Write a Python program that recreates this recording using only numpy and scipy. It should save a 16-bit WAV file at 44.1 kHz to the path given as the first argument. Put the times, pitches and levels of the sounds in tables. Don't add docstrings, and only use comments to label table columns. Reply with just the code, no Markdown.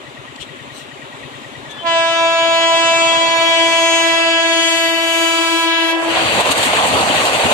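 import sys
import numpy as np
from scipy import signal
from scipy.fft import rfft, irfft, next_fast_len
from scipy.io import wavfile
from scipy.ndimage import uniform_filter1d, map_coordinates

SR = 44100
rng = np.random.default_rng(int(sys.argv[2]) if len(sys.argv) > 2 else 0)


def transcribe(signal):
    frames = np.atleast_2d(signal).T
    limited = np.clip(frames, -1, 1)
    pcm = np.round(limited * 32767).astype(np.int16)
    wavfile.write(sys.argv[1], SR, pcm)


N = 332073

# (time [s], level [dB])
FAR_LEVEL = [(0, -41.5), (1.7, -38), (2.1, -42), (3.2, -37.5), (4.5, -43.5), (6, -51.5)]
# (frequency [Hz], level [dB])
FAR_COLOUR = [(20, -55), (45, -36), (65, -8), (100, -4.5), (140, -4), (200, -9.5), (280, 1), (400, -7),
              (600, -2), (800, -21), (1150, -12), (1450, -15), (2000, -8), (2800, -8), (3700, -10.5),
              (5100, -28), (7400, -21), (10000, -31), (14000, -41)]
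# (frequency [Hz], left over right [dB])
FAR_PAN = [(60, 20), (110, 5.5), (200, 14), (370, 9), (670, 0), (1220, 2), (2230, 1.5), (4070, 19),
           (7440, -1), (13600, 6)]
# (frequency [Hz], left-right likeness [0-1])
FAR_LIKENESS = [(60, 0.5), (280, 0.99), (700, 1), (1000, 0.64), (1600, 0.84), (2400, .6), (3200, 0.2),
                (6000, .1)]
# (centre [s], half length [s], level [dB], treble tilt [dB/octave])
SCUFFS = [(0.362, 0.004, -36, -2), (.42, 0.021, -31, -3), (0.78, 0.054, -40, 2.5),
          (1.714, 0.011, -36.5, 0.5)]
# (frequency [Hz], level [dB])
SCUFF_COLOUR = [(1500, -30), (2900, 1), (3700, -1), (5200, -14.5), (7500, -11.5), (10000, -21),
                (14000, -29)]

# (time [s], rate [turns/s])
IDLE_RATE = [(0, 9.42), (.6, 9.44), (1.4, 9.41), (2.2, 9.36), (7.5, 9.34)]
# (time [s], gain [dB])
IDLE_GAIN = [(0, -1), (1.6, 0.5), (1.95, -5), (2.6, -7), (3, 1), (3.6, -8.5), (4.2, -9), (5, -12.5),
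             (6, -16)]
# (time into turn [s], half length [s], pitch [Hz], glide [Hz/s], level [dB], left over right [dB])
TURN_SOUNDS = [(.009, 0.01, 390, 2, -36, 17), (.02, .004, 400, -5, -69, 10),
               (0.043, 0.0056, 255, 18, -34.5, 14), (.083, 0.0064, 290, -2, -40, 14),
               (0.089, 0.012, 138, -7, -36, 13.5), (.071, 0.007, 1910, 4500, -32.5, 10)]

# (time [s], level [dB])
APPROACH_LEVEL = [(1.2, -42.5), (1.8, -39.5), (2.2, -34.5), (3.1, -31), (4, -32.5), (4.7, -37.5),
                  (5.3, -34), (5.8, -37.5), (6.2, -22.5), (6.5, -55)]
# (frequency [Hz], level [dB])
APPROACH_COLOUR = [(150, -14), (300, -16.5), (550, 7.5), (1100, 6), (1450, -2.5), (2300, 0), (3200, -2.5),
                   (4200, -10.5), (5300, -16), (7200, -20), (10000, -42), (14000, -54)]
PASS_COLOUR = [(18, -58), (30, -35), (86, -8), (168, -9), (260, -5), (363, -8), (470, -1.5), (640, 3),
               (917, -1.5), (1070, -0.5), (1280, -6.5), (1660, -11.5), (1930, -9), (2200, -10.5),
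               (2440, -7), (2770, -6), (3970, -12), (4630, -14), (5010, -26), (5410, -26), (6990, -19),
               (8370, -19), (11400, -32), (13000, -34), (14000, -42)]
# (frequency [Hz], left over right [dB])
TRAIN_PAN = [(60, 9), (250, 13), (400, 4), (670, -4.5), (1220, -3.5), (1800, -4.5), (2400, 5.5),
             (3300, 11.5), (4500, -3.5), (7400, 0), (13600, .5)]
# (frequency [Hz], left-right likeness [0-1])
TRAIN_LIKENESS = [(40, .6), (100, 1), (700, 0.99), (1100, 0.44), (1800, 0.24), (2800, 0.1), (4000, 0.093),
                  (13000, .05)]
# (low edge [Hz], high edge [Hz], level [dB], half up at [s], rise [s], flutter [dB], flutter rate [1/s])
ROLLING_BANDS = [(20, 330, -30, 6.14, 0.054, 2.5, 40), (327, 1400, -19.5, 6.12, 0.093, 0.9, 40),
                 (1405, 5000, -21, 6.09, 0.025, 0.5, 20), (5000, 15000, -30.5, 6.133, 0.09, .5, 14)]
# (centre [s], half length [s], depth [dB])
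ROAR_DIPS = [(6.428, 0.018, 3), (6.544, 0.019, 5)]
# (time [s], thud [dB], clank [dB])
JOINT_BLOWS = [(6.381, -12, -23.5), (6.403, -12.5, -19), (6.455, -11, -24), (6.488, -20, -30),
               (6.512, -18, -15), (6.575, -27, -18), (6.628, -13, -16), (6.73, -11, -17), (6.93, -13, -25),
               (7.005, -12, -20), (7.14, -11.5, -26), (7.251, -26, -18), (7.43, -9.5, -28),
               (7.456, -25, -30), (7.514, -10, -27)]
# (centre [s], half length [s], level [dB])
FLANGE_CHINKS = [(6.41, 0.011, -27.5), (6.519, 0.01, -21), (6.58, .01, -28), (6.65, 0.041, -25.5),
                 (6.76, .02, -33), (6.875, .018, -28), (7.26, .022, -29)]
AXLE_THUMPS = [(6.2, .015, -35), (6.5, .015, -28), (6.92, .018, -29), (7.03, 0.011, -31), (7.11, .018, -26),
               (7.22, .018, -28), (7.47, .014, -23)]
# (frequency [Hz], level [dB])
BOGIE_COLOUR = [(150, -25), (450, -4), (720, 0.5), (1100, -5.5), (1800, -27), (5000, -62)]
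STEEL_COLOUR = [(1200, -30), (2900, 3), (4300, 2), (5400, -15), (7800, -8), (14000, -30)]
FLANGE_COLOUR = [(3000, -25), (5500, -19), (7800, -5), (9500, -14), (13000, -23)]
BED_COLOUR = [(40, -36), (90, -11), (200, -5), (300, 5), (450, -14), (1500, -70)]

# (start [s], end [s], middle pitch [Hz], level [dB])
VALVE_WHISTLES = [(1.681, 1.829, 1723, -40.5), (1.686, 1.846, 3445, -36.5), (1.778, 1.84, 3080, -30.5)]
# (time [s], strength [0-1])
HORN_STRENGTH = [(1.83, 0.24), (1.845, 0.36), (1.868, 0.89), (1.92, 0.99), (5.91, 1), (5.98, 0.59),
                 (6.05, 0.56), (6.1, 0.58), (6.22, 0.58)]
# (time [s], pitch [Hz])
HORN_PITCH = [(1.8, 341), (1.85, 337), (1.89, 333.3), (1.96, 331.6), (2.3, 331.4), (3.2, 331.35),
              (4.2, 331.15), (5, 330.8), (5.6, 330.6), (6.05, 330)]
# (time [s], gain [dB])
HORN_GAIN = [(1.9, -16.5), (2.3, -16.5), (2.8, -15.5), (3.25, -17), (3.55, -16.5), (4.2, -16.5), (4.6, -18),
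             (5.1, -20.5), (5.2, -19.5), (5.45, -20.5), (5.95, -20.5), (6.2, -25)]
# (partial [number], level [dB])
HORN_PARTIALS = [(1, -4), (2, -1.26), (3, -3), (4, -11.5), (5, -5.4), (6, -10.5), (7, -5), (8, -5.5),
                 (9, -8), (10, -8), (11, -15), (12, -18.5), (13, -21.5), (14, -15), (15, -22), (18, -23.5),
                 (19, -20), (21, -18), (22, -22), (24, -22), (26, -30), (29, -30), (32, -36.5), (37, -36.5),
                 (40, -44), (43, -45)]
# (partial [number], left over right [dB], left lead [rad])
HORN_PAN = [(1, 12, -.3), (2, 0, -.4), (3, -4.5, -.8), (4, 0, -2), (5, -7, .4), (6, -1, 2.1), (7, -1, -.1),
            (8, 6, 1), (9, 12, 2.8), (10, 15, 2.5), (11, 10, 2.7), (12, 3, 2.3), (13, -4, 2.8),
            (14, -6, -.9), (17, -2, 1.5), (26, 0, 1.5), (33, 2, 1.5), (43, 0, 1.5)]
# (time [s], edge near 7 kHz [dB], sizzle from 11 kHz up [dB])
HORN_TREBLE = [(1.9, 0, -5), (2.7, 0, -2), (3, 4, -1.5), (3.35, -0.5, -2.5), (3.95, 4, 2.5), (4.38, -5, -7),
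               (4.7, 5.5, 5), (4.97, -6, 3), (5.14, -0.5, 7), (5.45, -2.5, -0.5), (5.62, -3, 2),
               (5.73, -11, -8.5), (5.9, -8.5, -1)]
# (edge starts [Hz], edge peaks [Hz], sizzle is full [Hz])
TREBLE_CORNERS = [4800, 7000, 11000]
# (time [s], share of direct sound [0-1], flutter [1/s])
HORN_SCATTER = [(1.8, 0.17, 5), (3, 0.22, 8), (4.2, 0.19, 12.6), (5.3, 0.2, 20), (6, 0.22, 22)]
# (frequency [Hz], time to fall 60 dB [s])
ECHO_DECAY = [(200, 0.43), (2000, 4.5), (5000, 2.1), (12000, 0.56)]

SPEED_M_PER_S, TRACK_DISTANCE_M, ABREAST_S = 29.2, 8.1, 6.39
HORN_ON_S, HORN_OFF_S = 1.8, 6.26
FADE_BELOW, SOFTEN = 0.56, 0.35
ROUNDNESS_DB = 5.5
FLARE_LAG_RAD = 1.1
SMEAR_RAD, TURBULENCE = 0.62, 0.07
THROB_HZ, THROB_DEPTH = 5.2, 0.24
NOTCH_HZ, NOTCH_AT_M, NOTCH_POWER = 1110, 49.8, 0.63
NOTCH_DB, NOTCH_OCTAVES = 5.5, 0.38
AIR_DB_PER_M, AIR_AT_HZ, AIR_POWER = 0.13, 9900, 1.3
BASS_DB_PER_M = 0.15
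TOP_HZ = 14200


def amp(db):
    return 10 ** (np.asarray(db) / 20)


def unit(x):
    return x / np.sqrt(np.mean(x.mean(0) ** 2) + 1e-20)


def along(points, hz):
    freqs, values = np.transpose(points)
    return np.interp(np.log(hz + 1), np.log(freqs + 1), values)


def clock():
    return np.arange(N) / SR


def curves(rows):
    times, *columns = np.transpose(rows)
    return [np.interp(clock(), times, column) for column in columns]


def bell(centre, half_length):
    return np.exp(-((clock() - centre) / half_length) ** 2)


def swells(rows):
    return sum(amp(db) * bell(centre, half_length) for centre, half_length, db in rows)


def wobble(rate):
    place = np.cumsum(np.broadcast_to(np.abs(rate), N))[::64] / SR
    coarse = map_coordinates(rng.standard_normal(600), [place + 2], mode="wrap")
    return np.interp(np.arange(N), np.arange(0, N, 64), coarse)


def pan(side_db, lead=0, likeness=1):
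    left, right = amp(side_db / 2), amp(-side_db / 2)
    centre = np.sqrt(left ** 2 + right ** 2 + 2 * np.clip(likeness, 0, 1) * np.cos(lead)) / 2
    gains = np.array([left * np.exp(.5j * lead), right * np.exp(-.5j * lead)])
    return np.real_if_close(gains.reshape(2, -1) / centre)


def filtered(x, response):
    size = next_fast_len(N + SR // 2)
    return irfft(rfft(x, size) * response(np.fft.rfftfreq(size, 1 / SR)), size)[..., :N]


def rush(colour, likeness, balance, patchy_db, lead_ms=0):
    spectra = signal.stft(rng.standard_normal((2, N)), nperseg=512)[2]
    patches = uniform_filter1d(rng.standard_normal(spectra.shape[1:]), size=5, axis=0)
    patches = uniform_filter1d(patches, size=9, axis=1)
    pair = signal.istft(spectra * amp(patchy_db * patches / patches.std()), nperseg=512)[1][:, :N]
    width = lambda hz: np.arccos(np.clip(along(likeness, hz), -1, 1)) / 2
    mid, side = filtered(pair, lambda hz: amp(along(colour, hz)) * [np.cos(width(hz)), np.sin(width(hz))])
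    ears = lambda hz: pan(along(balance, hz), 2 * np.pi * hz * lead_ms / 1000, along(likeness, hz))
    return unit(filtered(np.array([mid + side, mid - side]), ears))


def countryside():
    level = amp(curves(FAR_LEVEL)[0] + 0.6 * wobble(4.9))
    out = level * rush(FAR_COLOUR, FAR_LIKENESS, FAR_PAN, patchy_db=1.5, lead_ms=-0.385)
    grit = rush(SCUFF_COLOUR, FAR_LIKENESS, FAR_PAN, patchy_db=4.5)
    for centre, half_length, db, tilt_db in SCUFFS:
        scuff = unit(filtered(grit, lambda hz: amp(tilt_db * np.log2(hz + 1))))
        out += amp(db) * bell(centre, half_length) * scuff
    return out


def idling_engine(vary_db=0.5):
    t, out = clock(), np.zeros((2, N))
    turns = np.cumsum(curves(IDLE_RATE)[0]) / SR
    turn = turns.astype(int)
    starts = np.interp(np.arange(turn[-1] + 1), turns, t)
    for offset, half_length, hz, glide, db, side_db in TURN_SOUNDS:
        softer, detune = rng.standard_normal((len(starts), 2))[turn].T
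        age = t - starts[turn] - offset
        tone = np.cos(2 * np.pi * (hz * (1 + .006 * detune) * age + glide * age ** 2 / 2))
        out += pan(side_db) * amp(db - vary_db * softer) * np.exp(-(age / half_length) ** 2) * tone
    return out * amp(curves(IDLE_GAIN)[0])


def rolling_wheels(shake_db=0.95):
    approach = rush(APPROACH_COLOUR, TRAIN_LIKENESS, TRAIN_PAN, patchy_db=2, lead_ms=-0.18)
    out = amp(curves(APPROACH_LEVEL)[0]) * approach
    roar = rush(PASS_COLOUR, TRAIN_LIKENESS, TRAIN_PAN, patchy_db=1.5, lead_ms=0.23)
    shake = shake_db * wobble(45)
    dip = sum(depth_db * bell(centre, half_length) for centre, half_length, depth_db in ROAR_DIPS)
    for low, high, db, arrives, rise, flutter_db, rate in ROLLING_BANDS:
        band = unit(filtered(roar, lambda hz: (hz >= low) & (hz < high)))
        fade_in = (1 + np.tanh((clock() - arrives) / (2 * rise))) / 2
        out += fade_in * amp(db + shake + flutter_db * wobble(rate) - dip) * band
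    return out


def wheel_blows(thud_t60=0.088, clank_t60=0.094):
    thud, clank = np.zeros((2, N))
    for start, thud_db, clank_db in JOINT_BLOWS:
        age = np.maximum(clock() - start, 0)
        attack = 1 - np.exp(-age / 0.0024)
        thud += attack * amp(thud_db - 60 * age / thud_t60)
        clank += attack * amp(clank_db - 60 * age / clank_t60)
    bogie, steel, flange, bed = [rush(colour, TRAIN_LIKENESS, TRAIN_PAN, patchy_db=2)
                                 for colour in (BOGIE_COLOUR, STEEL_COLOUR, FLANGE_COLOUR, BED_COLOUR)]
    return thud * bogie + clank * steel + swells(FLANGE_CHINKS) * flange + swells(AXLE_THUMPS) * bed


def valve_whistle():
    t, out = clock(), np.zeros(N)
    for start, end, hz, db in VALVE_WHISTLES:
        gate = np.clip(np.minimum(t - start, end - t) / 0.013, 0, 1)
        pitch = hz * (1 - .1 * (t - (start + end) / 2) + 0.0019 * wobble(60.5))
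        out += amp(db) * gate * np.sin(2 * np.pi * np.cumsum(pitch) / SR)
    return out * pan(12)


def echoes(x):
    hz, t, spectra = signal.stft(rng.standard_normal((2, SR)), SR, nperseg=256)
    tail = signal.istft(spectra * amp(-60 * t / along(ECHO_DECAY, hz)[:, None]), SR, nperseg=256)[1]
    return signal.fftconvolve(x, tail / np.linalg.norm(tail[0]), axes=1)[:, :N]


def air_path(k, hz, metres):
    notch_hz = NOTCH_HZ * (metres / NOTCH_AT_M) ** NOTCH_POWER
    ground_db = NOTCH_DB * np.exp(-(np.log2(hz / notch_hz) / NOTCH_OCTAVES) ** 2)
    db_per_m = AIR_DB_PER_M * (hz / AIR_AT_HZ) ** AIR_POWER + BASS_DB_PER_M * (k == 1)
    gain = amp(-ground_db - metres * db_per_m)
    return gain / np.sqrt(np.mean(gain ** 2))


def horn(drift_db=1.5, stray_rad=0.38, doppler_slip=0.45, echo_db=-16):
    on = (clock() > HORN_ON_S) & (clock() < HORN_OFF_S)
    strength = curves([(HORN_ON_S, 0), *HORN_STRENGTH, (HORN_OFF_S, 0)])[0][on]
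    envelope = amp(curves(HORN_GAIN)[0][on]) * np.minimum(strength / FADE_BELOW, 1)
    pitch = curves(HORN_PITCH)[0] + 0.25 * wobble(40)
    phase = 2 * np.pi * np.cumsum(pitch)[on] / SR
    throb = 2 * np.pi * np.cumsum(THROB_HZ * (1 + 0.2564 * wobble(3)))[on] / SR
    metres = np.hypot(SPEED_M_PER_S * (ABREAST_S - clock()[on]), TRACK_DISTANCE_M)
    share, flutter_rate = curves(HORN_SCATTER)
    edge_db, sizzle_db = [curve[on] for curve in curves(HORN_TREBLE)]
    partials, sides, leads = np.transpose(HORN_PAN)
    out = np.zeros((2, N))
    for k in range(1, int(TOP_HZ / HORN_PITCH[-1][1]) + 1):
        hz = k * pitch[on].mean()
        unrest = np.sqrt(k / 11)
        treble_db = edge_db * np.interp(hz, TREBLE_CORNERS, [0, 1, 0])
        treble_db += sizzle_db * np.interp(hz, TREBLE_CORNERS, [0, 0, 1])
        level = envelope * amp(np.interp(k, *np.transpose(HORN_PARTIALS)) + treble_db)
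        level *= air_path(k, hz, metres)
        level *= strength ** (SOFTEN * k ** 0.89)
        level *= amp(ROUNDNESS_DB * (k == 1) * (1 - strength))
        level *= amp(unrest * drift_db * wobble(2 + k / 8)[on])
        level *= 1 + THROB_DEPTH / k * np.cos(k * throb)
        rate = flutter_rate * k ** .4
        slip = 2 * np.pi * doppler_slip * np.cumsum(rate[on]) / SR
        angle = k * phase - FLARE_LAG_RAD / k + SMEAR_RAD * wobble(2.027)[on]
        roughness = TURBULENCE * wobble(130)[on]
        ears = pan(np.interp(k, partials, sides), np.interp(k, partials, leads), likeness=0.77)
        for ear, gain in enumerate(ears):
            ear_angle = angle + np.angle(gain) + unrest * stray_rad * wobble(2.996)[on]
            direct = (1 + roughness) * np.cos(ear_angle - np.pi / 5)
            scattered = wobble(rate)[on] * np.sin(ear_angle - slip)
            scattered += wobble(rate)[on] * np.cos(ear_angle - slip)
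            out[ear, on] += np.abs(gain) * level * (direct + share[on] * k ** 0.15 * scattered)
    return out + amp(echo_db) * echoes(out)


def scene():
    return horn() + valve_whistle() + rolling_wheels() + wheel_blows() + idling_engine() + countryside()


def record(dry):
    thinned = filtered(dry, lambda hz: hz ** 2 / np.hypot(hz ** 2, 42 ** 2))
    rounded = thinned / (1 + np.abs(thinned / .92) ** 8) ** (1 / 8)
    return filtered(rounded, lambda hz: hz < TOP_HZ)


dry = scene()
out = record(dry)
transcribe(out)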